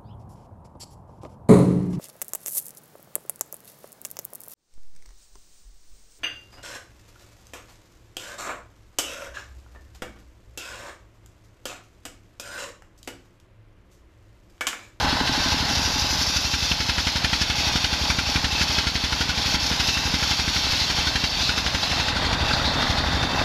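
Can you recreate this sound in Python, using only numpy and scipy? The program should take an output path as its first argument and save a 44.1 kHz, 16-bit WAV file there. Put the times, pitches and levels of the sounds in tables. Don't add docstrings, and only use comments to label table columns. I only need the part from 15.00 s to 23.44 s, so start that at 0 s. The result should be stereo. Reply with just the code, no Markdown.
import sys
import numpy as np
from scipy import signal
from scipy.fft import irfft, next_fast_len
from scipy.io import wavfile
from scipy.ndimage import uniform_filter1d

SR = 44100
rng = np.random.default_rng(int(sys.argv[2]) if len(sys.argv) > 2 else 0)


def unload_audio(sound):
    columns = np.transpose(np.atleast_2d(sound))
    steps = np.round(np.clip(columns, -1, 1) * 32767)
    wavfile.write(sys.argv[1], SR, steps.astype(np.int16))


N = 372204
TIME_S = np.arange(N) / SR
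N_FFT = next_fast_len(N, True)
FREQS_HZ = np.maximum(np.fft.rfftfreq(N_FFT, 1 / SR), 1)

# f/Hz, coherence
COHERENCE = [(30, 1), (100, 1), (350, 0.99), (650, 0.93), (1000, 0.65), (1600, 0.034), (15000, 0.035)]
# t/s, firing rate/Hz
FIRING_RATE = [(0.0, 12.118), (0.6, 12.013), (0.95, 11.989), (1.25, 11.701), (1.55, 11.284), (2.1, 11.281),
               (2.35, 11.813), (2.8, 11.618), (3.25, 11.64), (3.5, 11.827), (3.75, 11.66), (4.35, 11.957),
               (4.75, 11.676), (5.1, 11.742), (5.55, 11.944), (5.95, 11.724), (6.2, 11.914), (6.5, 11.773),
               (7.0, 11.932), (7.35, 12.331), (7.9, 12.169), (8.44, 12.256)]
# t/s, level/dB
RUNNING_LEVEL = [(0.15, -32), (1.58, -40), (2.4, -36), (2.7, -35.5), (3.6, -35.5), (4.0, -38), (4.5, -36.5),
                 (6.3, -36.5), (6.88, -33.5), (7.6, -29.5), (8.44, -30)]
# t/s, gain/dB
INLET_EXPOSURE = [(.4, 2.5), (1.2, 2.5), (1.8, -0.5), (5, 0.5), (6.9, -6), (8.4, -5.5)]
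# f/Hz, level/dB
RATTLE_SPECTRUM = [(15, -5), (35, 10), (110, 8.5), (300, 1), (420, -1), (700, 5.5), (1100, 3), (2000, 4),
                   (3000, -27), (5000, -38), (8000, -44), (15000, -41)]
# f/Hz, width/Hz, level/dB
BLOCK_MODES = [(839, 44, 2.5), (1021, 103, -4.5), (1547, 99, 0.5)]
# f/Hz, level/dB, t60/s
INTAKE_MODES = [(179.3, -9.5, 0.19), (266.4, 9, 0.049)]
# f/Hz, level/dB, t60/s
KNOCK_MODES = [(703, -13, 0.032), (845, -1, 0.02), (980, -6, 0.039), (1470, -16, 0.014)]
# t/s, thump/dB, bark/dB
EFFORT = [(0, -35, -37), (.44, -32, -39), (.52, -20.5, -40), (1.2, -23.5, -44), (1.72, -22, -25.5),
          (2.3, -19.5, -21.5), (2.55, -19, -24), (3.15, -20, -22.5), (3.95, -20, -23.5), (4.5, -22.5, -25),
          (5.3, -21, -24), (5.55, -22, -27), (5.75, -24, -33.5), (6.15, -22.5, -23.5), (6.95, -22.5, -27),
          (7.3, -22, -32), (7.55, -23, -36), (8.1, -18.5, -29), (8.44, -28, -33)]
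# t/s, bark change/dB, thump change/dB
ODD_STROKES = [(0.03, -11, 11), (0.27, 11, 6), (0.69, 12, -12), (0.94, 0, -1.5), (1.19, -7, -3),
               (1.36, 7, 0), (1.54, 6, 1.5), (1.63, -5, 0.5), (1.72, -1.5, -1), (2.58, -8, -2),
               (2.67, -6, -0.5), (2.84, 1, -1.5), (3.01, -24, 1.5), (3.27, -21, -1), (3.53, -13, 0.5),
               (3.7, -6, 0), (4.38, -4, 0), (4.46, -16, 0.5), (4.63, -17, -1), (5.05, -6.5, 1.5),
               (5.65, -3.5, -1), (5.9, 4, 0), (6.32, -24, -4), (6.41, -10, -0.5), (6.75, 2.5, 0),
               (6.83, -5, -4), (7.08, 2, -3), (7.33, 6, 1), (7.41, -2, 2.5), (7.57, -13, 1), (7.66, 3, 1.5),
               (7.74, 2, -6), (7.82, 4, -9), (7.9, 0, 2.5), (8.07, -19, -5), (8.15, -6, 2.5),
               (8.31, -11, -11)]
STEEP_STROKES = [1.72, 2.76, 3.36, 4.55, 4.72, 5.14, 5.48, 6.24]
# f/Hz, level/dB
BARK_SPECTRUM = [(300, 5), (600, 1), (950, 8.5), (1200, -8), (1420, 18), (1850, 10.5), (3000, 11),
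                 (5200, 6.5), (6500, -1), (8200, -17), (10200, -14), (15000, -36)]
# t/s, level/dB, f/Hz
CRACKS = [(1.72, -20.5, 2700), (2.245, -21, 2100), (2.33, -17.5, 2100), (2.417, -19, 5250),
          (3.1, -23.5, 1430)]
# t/s, t60/s, level/dB, f/Hz
SCRAPES = [(5.685, 0.18, -25.5, 4400), (5.785, 0.25, -23, 4280), (6.41, 0.34, -22.5, 4150),
           (6.823, 0.077, -19.5, 4200), (7.507, 0.06, -21, 1400), (7.527, 0.098, -20.5, 4320),
           (7.59, .09, -26, 1350), (7.64, 0.29, -19.5, 4000), (7.815, 0.18, -25, 3700),
           (7.965, 0.16, -23.5, 4100)]
# t/s, hiss level/dB, top re body/dB
FEED = [(0, -27.5, -7.5), (.6, -26, -3.5), (1.0, -28, 1.5), (1.35, -28.5, 1.5), (1.7, -27.5, -2.5),
        (2.37, -25, -5), (3.4, -26.5, -4), (4.2, -26, -5.5), (4.9, -25.5, -1.5), (6.0, -26.5, -6),
        (6.6, -26.5, -4.5), (7.04, -25, -8.5), (7.14, -29.5, -16), (7.6, -27, -7), (8.2, -28.5, -10.5),
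        (8.44, -30, -5)]
# t/s, length/s, boost/dB
HISS_SWELLS = [(0.4, 0.15, 1.5), (1.08, 0.18, 0.5), (2.56, 0.4, 1.5), (3.523, 0.3, 2.5), (4.44, 0.12, 1),
               (5.683, 0.15, 2), (5.966, 0.12, 1.5), (6.365, 0.12, 0.5)]
# f/Hz, level/dB
HISS_BODY_SPECTRUM = [(400, -28), (1200, -11), (2300, -2.5), (3100, 0.5), (3900, 3.5), (4800, 0.5),
                      (5800, -14), (7000, -15.5), (8200, -23.5), (11000, -29), (15000, -38)]
# f/Hz, level/dB
HISS_TOP_SPECTRUM = [(3200, -17.5), (4400, 0.5), (5300, 4.5), (5900, 0.5), (7200, -10.5), (8200, -32),
                     (9200, -25.5), (10300, -18), (13500, -21.5), (15500, -29)]
# f/Hz, width/Hz, level/dB
BLADE_MODES = [(2660, 180, -9), (3630, 125, -12), (4540, 190, -12.5), (5250, 860, -14.5)]
# peak t/s, half-width/s, mode f/Hz, boost/dB
PINCHES = [(2.74, 0.18, 2660, 3), (6.3, 0.15, 4540, 12), (6.4, 0.45, 3630, 3.5), (7.316, 0.18, 3630, 8),
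           (8.0, 0.46, 3630, 10)]
# t/s, right boost and left cut/dB
PAN = [(1.2, 1), (2.0, 0.93), (6.8, 0.65), (8.2, -0.11)]


def from_db(db):
    return np.exp(np.asarray(db) * (np.log(10) / 20))


def unit_rms(x):
    return x / np.sqrt(np.mean(x ** 2) + 1e-20)


def in_time(rows):
    t_s, *columns = np.transpose(rows)
    return np.squeeze([np.interp(TIME_S, t_s, column) for column in columns])


def at_hz(rows):
    hz, value = np.transpose(rows)
    return np.interp(np.log(FREQS_HZ), np.log(hz), value)


def drift(rate_hz):
    knots = rng.standard_normal(int(N / SR * rate_hz) + 2)
    return unit_rms(np.interp(TIME_S * rate_hz, np.arange(len(knots)), knots))


def noise(response):
    mid, side = rng.standard_normal((2, 2 * len(FREQS_HZ))).view(complex)
    coherence = np.clip(at_hz(COHERENCE), -1, 1)
    spectrum = np.sqrt(1 + coherence) * mid + np.sqrt(1 - coherence) * side * [[1], [-1]]
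    return unit_rms(irfft(response * spectrum, N_FFT)[:, :N])


def resonances(modes):
    return sum((-1) ** k * from_db(db) / (1 + 1j * (FREQS_HZ ** 2 - hz ** 2) / (FREQS_HZ * width_hz))
               for k, (hz, width_hz, db) in enumerate(modes))


def delayed(x, delay_s):
    return np.interp(TIME_S - delay_s, TIME_S, x, left=0)


def swell(clicks, rise_s, t60_s):
    age_s = TIME_S[:SR // 4]
    shape = (1 - np.exp(-age_s / rise_s)) * from_db(-60 * age_s / t60_s)
    return signal.oaconvolve(clicks, shape / shape.max())[:N]


def puff(clicks, width_s):
    return signal.oaconvolve(clicks, signal.windows.gaussian(SR // 50, width_s * SR), "same")


def ring(clicks, hz, t60_s):
    r, w = from_db(-60 / (t60_s * SR)), 2 * np.pi * hz / SR
    return signal.lfilter([0, np.sin(w)], [1, -2 * r * np.cos(w), r * r], clicks + 1e-18)


def pipe(x, hz, q):
    w = 2 * np.pi * hz
    return signal.lfilter(*signal.bilinear([1, 0, 0], [1, w / q, w * w], SR), x)


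def cycle_starts_s(first_s=0.0247):
    t_s, rate_hz = np.transpose(FIRING_RATE)
    clock_s = np.linspace(0, N / SR, 4000)
    cycles = np.cumsum(np.interp(clock_s, t_s, rate_hz)) * clock_s[1]
    cycles -= np.interp(first_s, clock_s, cycles)
    return np.interp(np.arange(int(cycles[-1]) + 1), cycles, clock_s)


def strokes(phase, gains):
    starts_s = cycle_starts_s()
    at = np.round((starts_s + phase * np.gradient(starts_s)) * SR).astype(int)
    inside = (at >= 0) & (at < N)
    return np.bincount(at[inside], gains[inside], N)


def uneven(spread_db):
    return from_db(spread_db * rng.standard_normal(len(cycle_starts_s())))


def nearest_stroke(t_s):
    gap_s = np.abs(cycle_starts_s() - t_s)
    return 1.0 * (gap_s == gap_s.min())


def reflected(x, gain, paths_s=(0.0009, 0.0023, 0.0041)):
    echoes = [sum(delayed(side, path_s * (1 + 0.0728 * drift(4))) for path_s in paths_s) for side in x]
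    return x + gain * np.array(echoes)


def engine_ring(running_db):
    hz = 828 + 6.46 * drift(25)
    prominence_db = 0.56 * (running_db - running_db.max()) + in_time(INLET_EXPOSURE)
    throb_db = 5.5 * drift(20)
    return from_db(running_db + prominence_db + throb_db - 12) * np.sin(2 * np.pi * np.cumsum(hz) / SR)


def mechanism(running_db):
    clicks = strokes(0.27, uneven(3.9)) + strokes(0.49, uneven(1.4)) + strokes(0.19, 0.8 * uneven(2.2))
    taps = swell(clicks, rise_s=0.00047, t60_s=0.007)
    block_db = 1.192 * running_db + 7.5 + in_time(INLET_EXPOSURE)
    block = from_db(block_db) * noise(resonances(BLOCK_MODES))
    rattle = from_db(running_db + 4.5 + 2.28 * drift(250)) * noise(from_db(at_hz(RATTLE_SPECTRUM)))
    return (1 + 0.36 * taps) * block + (0.86 + 0.05 * taps) * rattle


def knock(running_db):
    ignition = strokes(-0.203, uneven(1.2))
    slap = strokes(-0.124, from_db(-5.5) * uneven(1.5))
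    clank = sum(from_db(db) * ring((ignition + slap) * from_db(1.2 * drift(12)), hz, t60_s)
                for hz, db, t60_s in KNOCK_MODES)
    return from_db(-23 + 0.95 * (running_db - running_db.max())) * clank


def intake(running_db):
    clicks = strokes(0.2625, uneven(0.8)) - from_db(-9) * strokes(0.565, uneven(2.5))
    tone = sum(from_db(db) * ring(clicks, hz, t60_s) for hz, db, t60_s in INTAKE_MODES)
    tone_db = 1.456 * running_db + 20 + in_time(INLET_EXPOSURE)
    gulp = strokes(0.312, uneven(1.5)) - from_db(10.5) * strokes(0.582, uneven(0.86))
    flow = pipe(puff(gulp, width_s=0.0016), hz=52.7, q=0.45)
    return from_db(tone_db) * tone + from_db(0.5 * running_db - 14.5) * flow


def stroke_levels_db():
    starts_s = cycle_starts_s()
    t_s, *efforts_db = np.transpose(EFFORT)
    thump_db, bark_db = (np.interp(starts_s, t_s, db) for db in efforts_db)
    scatter_db = 0.8 * rng.uniform(-1, 1, len(starts_s))
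    for odd_s, bark_change_db, thump_change_db in ODD_STROKES:
        bark_db += bark_change_db * nearest_stroke(odd_s)
        thump_db += thump_change_db * nearest_stroke(odd_s)
    return thump_db + scatter_db, bark_db + scatter_db


def exhaust(thump_db, bark_db):
    soft_width_s, steep_width_s, fully_steep_db = 0.0013, 0.00071, -16.5
    force = from_db(thump_db + 2.5)
    steepness = np.minimum(from_db(bark_db - fully_steep_db), 1)
    for t_s in STEEP_STROKES:
        steepness = np.maximum(steepness, nearest_stroke(t_s))
    soft = puff(strokes(-0.0064, force * (1 - steepness)), soft_width_s)
    steep = puff(strokes(-0.0088, force * steepness), steep_width_s)
    push = soft + steep * soft_width_s / steep_width_s
    push += 0.32 * delayed(push, 0.0036)
    overtone = ring(strokes(0, force * steepness * from_db(-7.5)), hz=164, t60_s=0.078)
    return pipe(pipe(push, hz=66.6, q=2.16), hz=32.2, q=1.0) - overtone


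def bark(bark_db):
    rasp = from_db(at_hz(BARK_SPECTRUM))
    jet = swell(strokes(0.0005, from_db(bark_db + 7)), rise_s=0.0016, t60_s=0.04)
    jet *= from_db(1.1 * drift(700))
    wall = swell(strokes(0.074, from_db(bark_db + 0.5)), rise_s=0.003, t60_s=0.068)
    return jet * noise(rasp) + wall * noise(rasp * (FREQS_HZ / 3000) ** 0.31)


def cracks():
    out = 0
    for t_s, db, hz in CRACKS:
        burst = swell(strokes(0.004, from_db(db) * nearest_stroke(t_s)), rise_s=0.0012, t60_s=0.055)
        out += burst * noise(resonances([(hz, 0.4 * hz, 0)]) ** 2)
    return out


def scrapes():
    friction = rng.standard_normal((2, N)) * from_db(drift(310))
    out = 0
    for t_s, t60_s, db, hz in SCRAPES:
        click = np.bincount([round(t_s * SR)], [from_db(db)], N)
        band = signal.butter(2, [0.88 * hz, 1.12 * hz], "band", fs=SR, output="sos")
        out += swell(click, t60_s / 10, t60_s) * unit_rms(signal.sosfilt(band, friction))
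    return out


def hiss_swells_db(edge_s=0.067):
    return sum(db * np.clip(np.minimum(TIME_S - t_s, t_s + length_s - TIME_S) / edge_s + 0.5, 0, 1)
               for t_s, length_s, db in HISS_SWELLS)


def hiss_ripple_db():
    starts_s = cycle_starts_s()
    cycles = np.interp(TIME_S, starts_s, np.arange(len(starts_s)))
    return 0.72 * np.cos(2 * np.pi * (cycles - 0.06))


def pinches_db(hz):
    return sum(db * np.exp(-((TIME_S - t_s) / half_width_s) ** 2)
               for t_s, half_width_s, mode_hz, db in PINCHES if abs(mode_hz / hz - 1) < 0.1)


def saw():
    feed_db, top_db = in_time(FEED)
    grain_db = 0.8 * drift(9)
    tearing_db = 0.7 * drift(90) + 0.7 * drift(900)
    level_db = feed_db + hiss_swells_db() + grain_db + hiss_ripple_db() + tearing_db
    body = noise(from_db(at_hz(HISS_BODY_SPECTRUM)))
    top = from_db(top_db + 0.5 + 1.4 * drift(70)) * noise(from_db(at_hz(HISS_TOP_SPECTRUM)))
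    blade = 0
    for hz, width_hz, db in BLADE_MODES:
        mode_db = db - 1 + pinches_db(hz) + 2.4 * drift(24)
        blade += from_db(mode_db) * noise(resonances([(hz, width_hz, 0)]) ** 2)
    return from_db(level_db) * (body + top + blade)


def scene():
    running_db = in_time(RUNNING_LEVEL)
    pan_db = np.array([[-1], [1]]) * in_time(PAN)
    thump_db, bark_db = stroke_levels_db()
    engine = exhaust(thump_db, bark_db) + intake(running_db)
    engine = engine + mechanism(running_db) + knock(running_db) + engine_ring(running_db)
    rasping = reflected(bark(bark_db) + saw(), gain=0.3)
    return engine * from_db(0.059 * pan_db) + (rasping + cracks() + scrapes()) * from_db(pan_db)


def compressor(x, threshold_db=-21, slope=0.64, attack_s=0.035, release_db_per_s=50.5, makeup_db=1.5):
    power = uniform_filter1d(np.mean(x ** 2, axis=0), size=220)
    level_db = 10 * np.log10(np.maximum(power, 1e-12))
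    fall_db = release_db_per_s * TIME_S
    held_db = np.maximum.accumulate(level_db + fall_db) - fall_db
    over_db = np.maximum(held_db - threshold_db, 0)
    pole = np.exp(-1 / (attack_s * SR))
    return x * from_db(makeup_db - slope * signal.lfilter([1 - pole], [1, -pole], over_db))


def record(dry):
    cutoff_hz = 15100
    lowpass = signal.ellip(10, 0.2, 80, cutoff_hz, fs=SR, output="sos")
    return signal.sosfilt(lowpass, compressor(dry))


dry = scene()
out = record(dry)
unload_audio(out)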